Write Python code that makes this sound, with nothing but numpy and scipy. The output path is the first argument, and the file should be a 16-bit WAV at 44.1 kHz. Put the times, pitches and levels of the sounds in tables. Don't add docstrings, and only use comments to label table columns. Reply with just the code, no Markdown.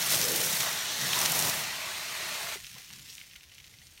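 import sys
import numpy as np
from scipy import signal
from scipy.fft import rfft, irfft, next_fast_len
from scipy.io import wavfile
from scipy.ndimage import uniform_filter1d, map_coordinates

SR = 44100
rng = np.random.default_rng(int(sys.argv[2]) if len(sys.argv) > 2 else 0)


def generate_wav(signal):
    frames = np.transpose(np.atleast_2d(signal))
    scaled = np.clip(frames, -1, 1) * 32767
    pcm = np.round(scaled).astype(np.int16)
    wavfile.write(sys.argv[1], SR, pcm)


N = 176400
TIME = np.arange(N) / SR
SIZE = next_fast_len(N + SR // 2)
HZ = np.fft.rfftfreq(SIZE, 1 / SR)

def amp(db):
    return 10 ** (np.asarray(db) / 20)

def unit(x):
    return x / np.sqrt(np.mean(x ** 2) + 1e-20)

def curve(rows):
    return np.interp(TIME, *np.transpose(rows))

def wobble(per_s):
    return map_coordinates(rng.standard_normal(int(N * per_s / SR) + 4), [TIME * per_s])

def tone(points):
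    hz, db = np.transpose(points)
    gain = amp(np.interp(np.log(HZ + 1), np.log(hz), db))
    cepstrum = irfft(np.log(gain), SIZE)
    cepstrum[1:SIZE // 2] *= 2
    cepstrum[SIZE // 2 + 1:] = 0
    return np.exp(rfft(cepstrum))

def filtered(x, response):
    return irfft(rfft(x, SIZE) * response, SIZE)[:N]

def noise(response):
    return unit(filtered(rng.standard_normal(N), response))

def resonance(hz, width_hz):
    return (1j * HZ * width_hz / (hz * hz - HZ ** 2 + 1j * HZ * width_hz)) ** 2

def patchy(x, depth_db):
    spectrum = signal.stft(x, nperseg=1024)[2]
    patches = uniform_filter1d(rng.standard_normal(spectrum.shape), size=3, axis=0)
    patches = unit(uniform_filter1d(patches, size=5, axis=1))
    return unit(signal.istft(spectrum * amp(depth_db * patches), nperseg=1024)[1][:N])

def droplets(per_s, spread_db):
    hits = rng.random(N) < per_s / SR
    size = np.minimum(rng.exponential(size=N), 4.5)
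    return hits * amp(spread_db * size) * rng.choice([-1, 1], N)

def bubbles(per_s=1400, middle_hz=4167, fade_cycles=6.7):
    start, pitch, size = rng.random((int(per_s * N / SR), 3)).T
    hz = middle_hz * 3 ** (2 * pitch[:, None] - 1)
    samples = np.arange(SR // 70)
    cycles = hz * samples / SR
    strength = amp(-3 * np.log(size[:, None] + 0.022)) * np.sqrt(hz)
    waves = strength * np.sin(2 * np.pi * cycles) * np.exp(-cycles / fade_cycles)
    positions = (start * N).astype(int)[:, None] + samples
    return np.bincount(positions.ravel(), waves.ravel(), N)[:N]

def splashes(rows, points, scatter, width, rise_s=0.0012):
    out, n = np.zeros(N + SR), SR // 8
    surface = rfft(irfft(tone(points))[:n])
    age, f = np.arange(n) / SR, np.fft.rfftfreq(n, 1 / SR)
    for s, db, hz, fade_s in rows:
        band = 1j * f * width * hz / (hz * hz - f ** 2 + 1j * f * width * hz)
        response = surface * band
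        envelope = np.exp(-age / fade_s) * (1 - np.exp(-age / rise_s))
        drops = scatter * rng.standard_normal(n) * rng.random(n) ** 2 * envelope
        snap_peak = np.abs(irfft(band * response)).max()
        sound = irfft((band + rfft(drops)) * response, n)[:n // 2] / snap_peak
        out[int(s * SR):][:len(sound)] += amp(db) * sound
    return out[:N]

# (time [s], level [dB])
JET_LEVEL = [(0, -36), (.12, -36.5), (.6, -37.5), (.8, -36.5), (1.0, -39.5), (1.2, -33), (1.5, -35.5),
             (1.7, -36.5), (2.1, -37), (2.35, -36), (2.52, -36.5)]
# (frequency [Hz], gain [dB])
JET_TONE = [(25, -47), (60, -18), (140, -10), (300, -15), (380, -9), (520, -13), (640, 0.5), (780, -7.5),
            (870, -0.5), (960, -5), (1100, -2), (1600, -3.5), (2000, 0.5), (2500, 0), (3300, -4),
            (4200, -2), (4900, -5.5), (5800, -7), (7500, -9.5), (9300, -10.5), (11200, -15.5), (12700, -12),
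            (14000, -17), (15500, -21)]
def jet():
    return amp(curve(JET_LEVEL) + .6 * wobble(110)) * patchy(noise(tone(JET_TONE)), depth_db=2.06)

# (time [s], level [dB])
STRIKE_LEVEL = [(0, -32.5), (.08, -29.5), (.11, -26), (.22, -27.5), (.45, -28), (.62, -30), (.76, -38),
                (.88, -41.5), (1.08, -34), (1.18, -31), (1.3, -29.5), (1.46, -29.5), (1.6, -36),
                (1.72, -51), (2.1, -54), (2.35, -45), (2.52, -46)]
# (frequency [Hz], gain [dB])
PANEL_TONE = [(30, -24), (200, -18), (600, -5), (1500, -7.5), (3000, -5), (4900, -2), (5600, 0),
              (6600, -0.5), (7800, -2.5), (9500, -1), (12000, -1.5), (15500, -3)]
def strike(flutter):
    bright = tone(PANEL_TONE)
    spatter = amp(-3.5) * unit(filtered(droplets(per_s=3500, spread_db=2.8), bright))
    froth = amp(-8.5) * unit(filtered(bubbles(), bright))
    mist = amp(-5) * patchy(noise(bright), depth_db=3.5)
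    return amp(curve(STRIKE_LEVEL) + .8 * flutter + 1.3 * wobble(250)) * (spatter + froth + mist)

# (time [s], level [dB])
WASH_LEVEL = [(0, -37.5), (.15, -39.5), (.45, -42.5), (.6, -36.5), (.8, -37.5), (1.0, -34.5), (1.14, -33),
              (1.35, -39.5), (1.58, -39), (1.75, -49.5), (2.52, -52)]
# (frequency [Hz], gain [dB])
WASH_TONE = [(30, -44), (500, -29.5), (1600, -6.5), (1950, 0), (2400, -14.5), (3000, -4.5), (3700, 0),
             (4800, -8.5), (5700, -1.5), (7000, -8.5), (8500, -12.5), (15000, -38)]
def wash():
    return amp(curve(WASH_LEVEL) + .8 * wobble(71.1)) * patchy(noise(tone(WASH_TONE)), depth_db=2.5)

# (time [s], level [dB])
DRUM_LEVEL = [(0, -50), (.18, -41), (.45, -46.5), (.6, -48), (.88, -57), (1.03, -47), (1.2, -44.5),
              (1.47, -41.5), (1.62, -55), (1.8, -61), (2.5, -69)]
# (frequency [Hz], gain [dB])
DRUM_TONE = [(25, -34), (50, -16), (100, -10.5), (150, -0.5), (185, -4.5), (235, -9), (320, -10),
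             (420, -10.5), (900, -14.5), (2500, -69)]
def drum(flutter):
    return amp(curve(DRUM_LEVEL) + 2 * flutter) * noise(tone(DRUM_TONE))

# (time [s], level [dB])
RUNOFF_LEVEL = [(0, -49), (2.65, -48), (2.8, -47), (2.87, -49), (3.03, -52.5), (3.1, -48.5), (3.16, -52.5),
                (3.22, -50), (3.28, -53), (3.36, -51.5), (3.46, -57.5), (3.58, -55.5), (3.71, -56.5),
                (4, -58)]
# (frequency [Hz], gain [dB])
PAVING_TONE = [(200, -47), (800, -19), (1300, -12), (2000, -2), (2800, -1), (4800, -4), (6000, -2.5),
               (7500, -10.5), (11000, -10), (15500, -12.5)]
def runoff():
    wet = tone(PAVING_TONE)
    clumps = droplets(per_s=450, spread_db=2.6) * amp(2.2 * wobble(90))
    patter = amp(-4) * unit(filtered(clumps, wet))
    fizz = amp(-7) * patchy(noise(wet), depth_db=-2.5)
    froth = amp(-11) * unit(filtered(bubbles(), wet))
    return amp(curve(RUNOFF_LEVEL)) * (patter + fizz + froth)

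# (time [s], level [dB])
MIST_LEVEL = [(2.5, -48.5), (2.8, -55), (3.2, -51.5), (3.3, -61.5), (3.45, -64.5), (4, -58.5)]
# (frequency [Hz], gain [dB])
MIST_TONE = [(30, -40), (300, -27), (1500, -12.5), (5000, -2), (9000, -5.5), (15500, -13.5)]
def settling_mist():
    clumps = droplets(per_s=2500, spread_db=2.5) * amp(1.8 * wobble(80))
    return amp(curve(MIST_LEVEL)) * patchy(filtered(clumps, tone(MIST_TONE)), depth_db=3.5)

# (time [s], level [dB])
RUMBLE_LEVEL = [(0, -68), (2.45, -68), (2.62, -63.5), (2.85, -72), (3.04, -62.5), (3.18, -71), (3.33, -73),
                (3.37, -64.5), (3.56, -66), (3.64, -62), (3.78, -68), (3.89, -62), (4, -67)]
DRONE_LEVEL = [(2.9, -63.5), (3.08, -66), (3.35, -72.5)]
# (frequency [Hz], gain [dB])
RUMBLE_TONE = [(20, -39), (45, -1.5), (85, -0.5), (130, -7), (200, -23), (500, -34), (1500, -46)]
AIR_TONE = [(25, 2), (100, 4), (500, -2), (2000, -6), (8000, -14.5), (15500, -21)]
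def outdoors():
    rumble = amp(curve(RUMBLE_LEVEL) + 0.83 * wobble(12)) * noise(tone(RUMBLE_TONE))
    drone = amp(curve(DRONE_LEVEL) + 3.7 * wobble(16)) * noise(resonance(hz=134, width_hz=105))
    return rumble + drone + amp(-68.5) * noise(tone(AIR_TONE))

# (time [s], peak [dB], pitch [Hz], splash fade [s])
FAT_DROPS = [(.026, -13.5, 4500, 0.0023), (.0955, -16, 4000, 0.0046), (.2152, -9.5, 4800, 0.0008),
             (.251, -13, 5000, .002), (.36, -11.5, 5400, .002), (.448, -14, 6000, 0.0011),
             (.604, -15.5, 3000, 0.0048), (1.014, -15, 6000, .001), (1.1318, -15.5, 2200, 0.0027),
             (1.1334, -15, 2300, 0.0014), (1.1905, -9, 7000, 0.0018), (1.2148, -11, 6000, 0.0027),
             (1.236, -16, 11000, .001), (1.255, -11, 6000, .001), (1.2594, -9, 3460, 0.0024),
             (1.2598, -15, 6330, 0.0025), (1.3195, -12, 6000, .002), (1.3217, -6.5, 10000, 0.00092),
             (1.392, -4, 9000, .0015), (1.425, -10, 5500, .001), (1.476, -20, 4500, 0.0022),
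             (1.4975, -11.5, 5500, .002)]
def spits():
    return splashes(FAT_DROPS, PANEL_TONE, scatter=.36, width=1.08)

# (time [s], swell time [s], level [dB], pitch [Hz], rough width [Hz])
SPRAY_SWELLS = [(0.133, 0.027, -34.5, 4600, 1800), (.232, 0.018, -34, 5200, 1300),
                (0.297, 0.056, -39, 478, 100), (.33, 0.033, -46, 323, 30), (0.426, 0.045, -44.5, 460, 90),
                (0.657, 0.045, -39, 1010, 800), (1.2, 0.046, -38, 1050, 650),
                (1.427, 0.17, -43.5, 900, 503)]
def swells(flutter):
    out = np.zeros(N)
    for s, swell_s, db, hz, width in SPRAY_SWELLS:
        swell = np.exp(-((TIME - s) / swell_s) ** 2 / 2)
        out += amp(db) * swell * noise(resonance(hz, 1.36 * width))
    return out * amp(1.1 * flutter)

def ring(s, hz, fade_s):
    age = np.maximum(TIME - s, 0)
    return np.sin(2 * np.pi * hz * age) * amp(-60 * age / fade_s) * (1 - np.exp(-age * hz))

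SHUT_S, SHUT_DB_PER_S = 2.548, 430
def valve(hz=397, fade_s=0.058, lag_s=.008):
    s = SHUT_S + lag_s
    puff = (TIME > s) * amp(-60 * np.abs(TIME - s) / fade_s) * noise(resonance(hz, hz))
    return amp(-35) * (ring(s, hz, fade_s) + amp(-12) * puff)

# (time [s], peak [dB], pitch [Hz], splash fade [s])
FOAM_BLOBS = [(2.6456, -29, 2900, 0.0017), (2.6672, -29.5, 5000, 0.004), (2.696, -36, 7500, .004),
              (2.904, -36, 2180, .002), (2.935, -38, 3200, .005), (3.087, -36, 2780, .003),
              (3.0962, -32.5, 4220, 0.0051), (3.1008, -32, 5200, .007), (3.127, -32, 5600, .004),
              (3.1528, -26.5, 7500, 0.0011), (3.1816, -32.5, 2880, 0.0024), (3.201, -37, 3200, .005),
              (3.2143, -32, 2160, 0.0024), (3.312, -39, 2900, .004), (3.335, -39, 2400, .004),
              (3.3565, -38, 2500, .001), (3.3599, -35.5, 2660, 0.006), (3.409, -42, 2700, .003),
              (3.496, -43, 2800, .004), (3.518, -42, 2500, 0.008), (3.538, -39, 4000, .002),
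              (3.547, -36, 8500, .001), (3.551, -40, 4500, .002), (3.5815, -37, 2800, .005),
              (3.601, -39, 2700, 0.0064), (3.6428, -37.5, 3200, 0.008), (3.674, -39, 3200, 0.0026),
              (3.739, -44, 2100, .004), (3.787, -39, 3700, 0.0027), (3.818, -44.5, 2800, .01),
              (3.8697, -35.5, 5300, 0.0051), (3.9767, -38, 2820, 0.0046)]
# (time [s], level [dB], pitch [Hz])
TRAPPED_BUBBLES = [(3.182, -43, 2280), (3.36, -48, 2780), (3.739, -44.5, 2000), (3.581, -47, 2400),
                   (3.816, -47, 1940), (3.977, -49, 2550)]
def drips():
    slaps = splashes(FOAM_BLOBS, PAVING_TONE, scatter=.22, width=1)
    return slaps + sum(amp(db) * ring(s, hz, fade_s=0.021) for s, db, hz in TRAPPED_BUBBLES)

# (time [s], level [dB], pitch [Hz], rough width [Hz], time to fall 60 dB [s])
SOFT_LUMPS = [(2.758, -54, 855, 1100, 0.23), (2.9, -58, 1100, 700, 0.17), (3.09, -62, 400, 300, 0.1)]
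def plops():
    out = np.zeros(N)
    for s, db, hz, width, fade_s in SOFT_LUMPS:
        age = np.maximum(TIME - s, 0)
        envelope = amp(db - 60 * age / fade_s) * (1 - np.exp(-age / 0.0022))
        out += envelope * noise(resonance(hz, 1.3 * width))
    return out

def echo(x, fade_s=0.077):
    t = TIME[:SR // 3]
    tail = rng.standard_normal(len(t)) * amp(-60 * t / fade_s) * (t > .003)
    return signal.fftconvolve(x, tail / np.linalg.norm(tail))[:N]

def scene():
    flutter = wobble(45.48)
    spray = jet() + strike(flutter) + wash() + drum(flutter) + swells(flutter)
    spray *= amp(-SHUT_DB_PER_S * np.maximum(TIME - SHUT_S, 0))
    hits = runoff() + settling_mist() + spits() + valve() + drips()
    mono = spray + outdoors() + hits + amp(-12.5) * echo(hits) + plops()
    return np.array([mono, mono])

# (frequency [Hz], width [Hz], gain [dB])
MIC_DIPS = [(4930, 120, -3), (7800, 370, -1), (10460, 430, -4.5)]
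def record(dry):
    top_hz = 15850
    dips_db = sum(db * np.exp(-((HZ - hz) / width) ** 2) for hz, width, db in MIC_DIPS)
    return np.array([filtered(x, amp(dips_db) * (HZ < top_hz)) for x in dry])

dry = scene()
out = record(dry)
generate_wav(out)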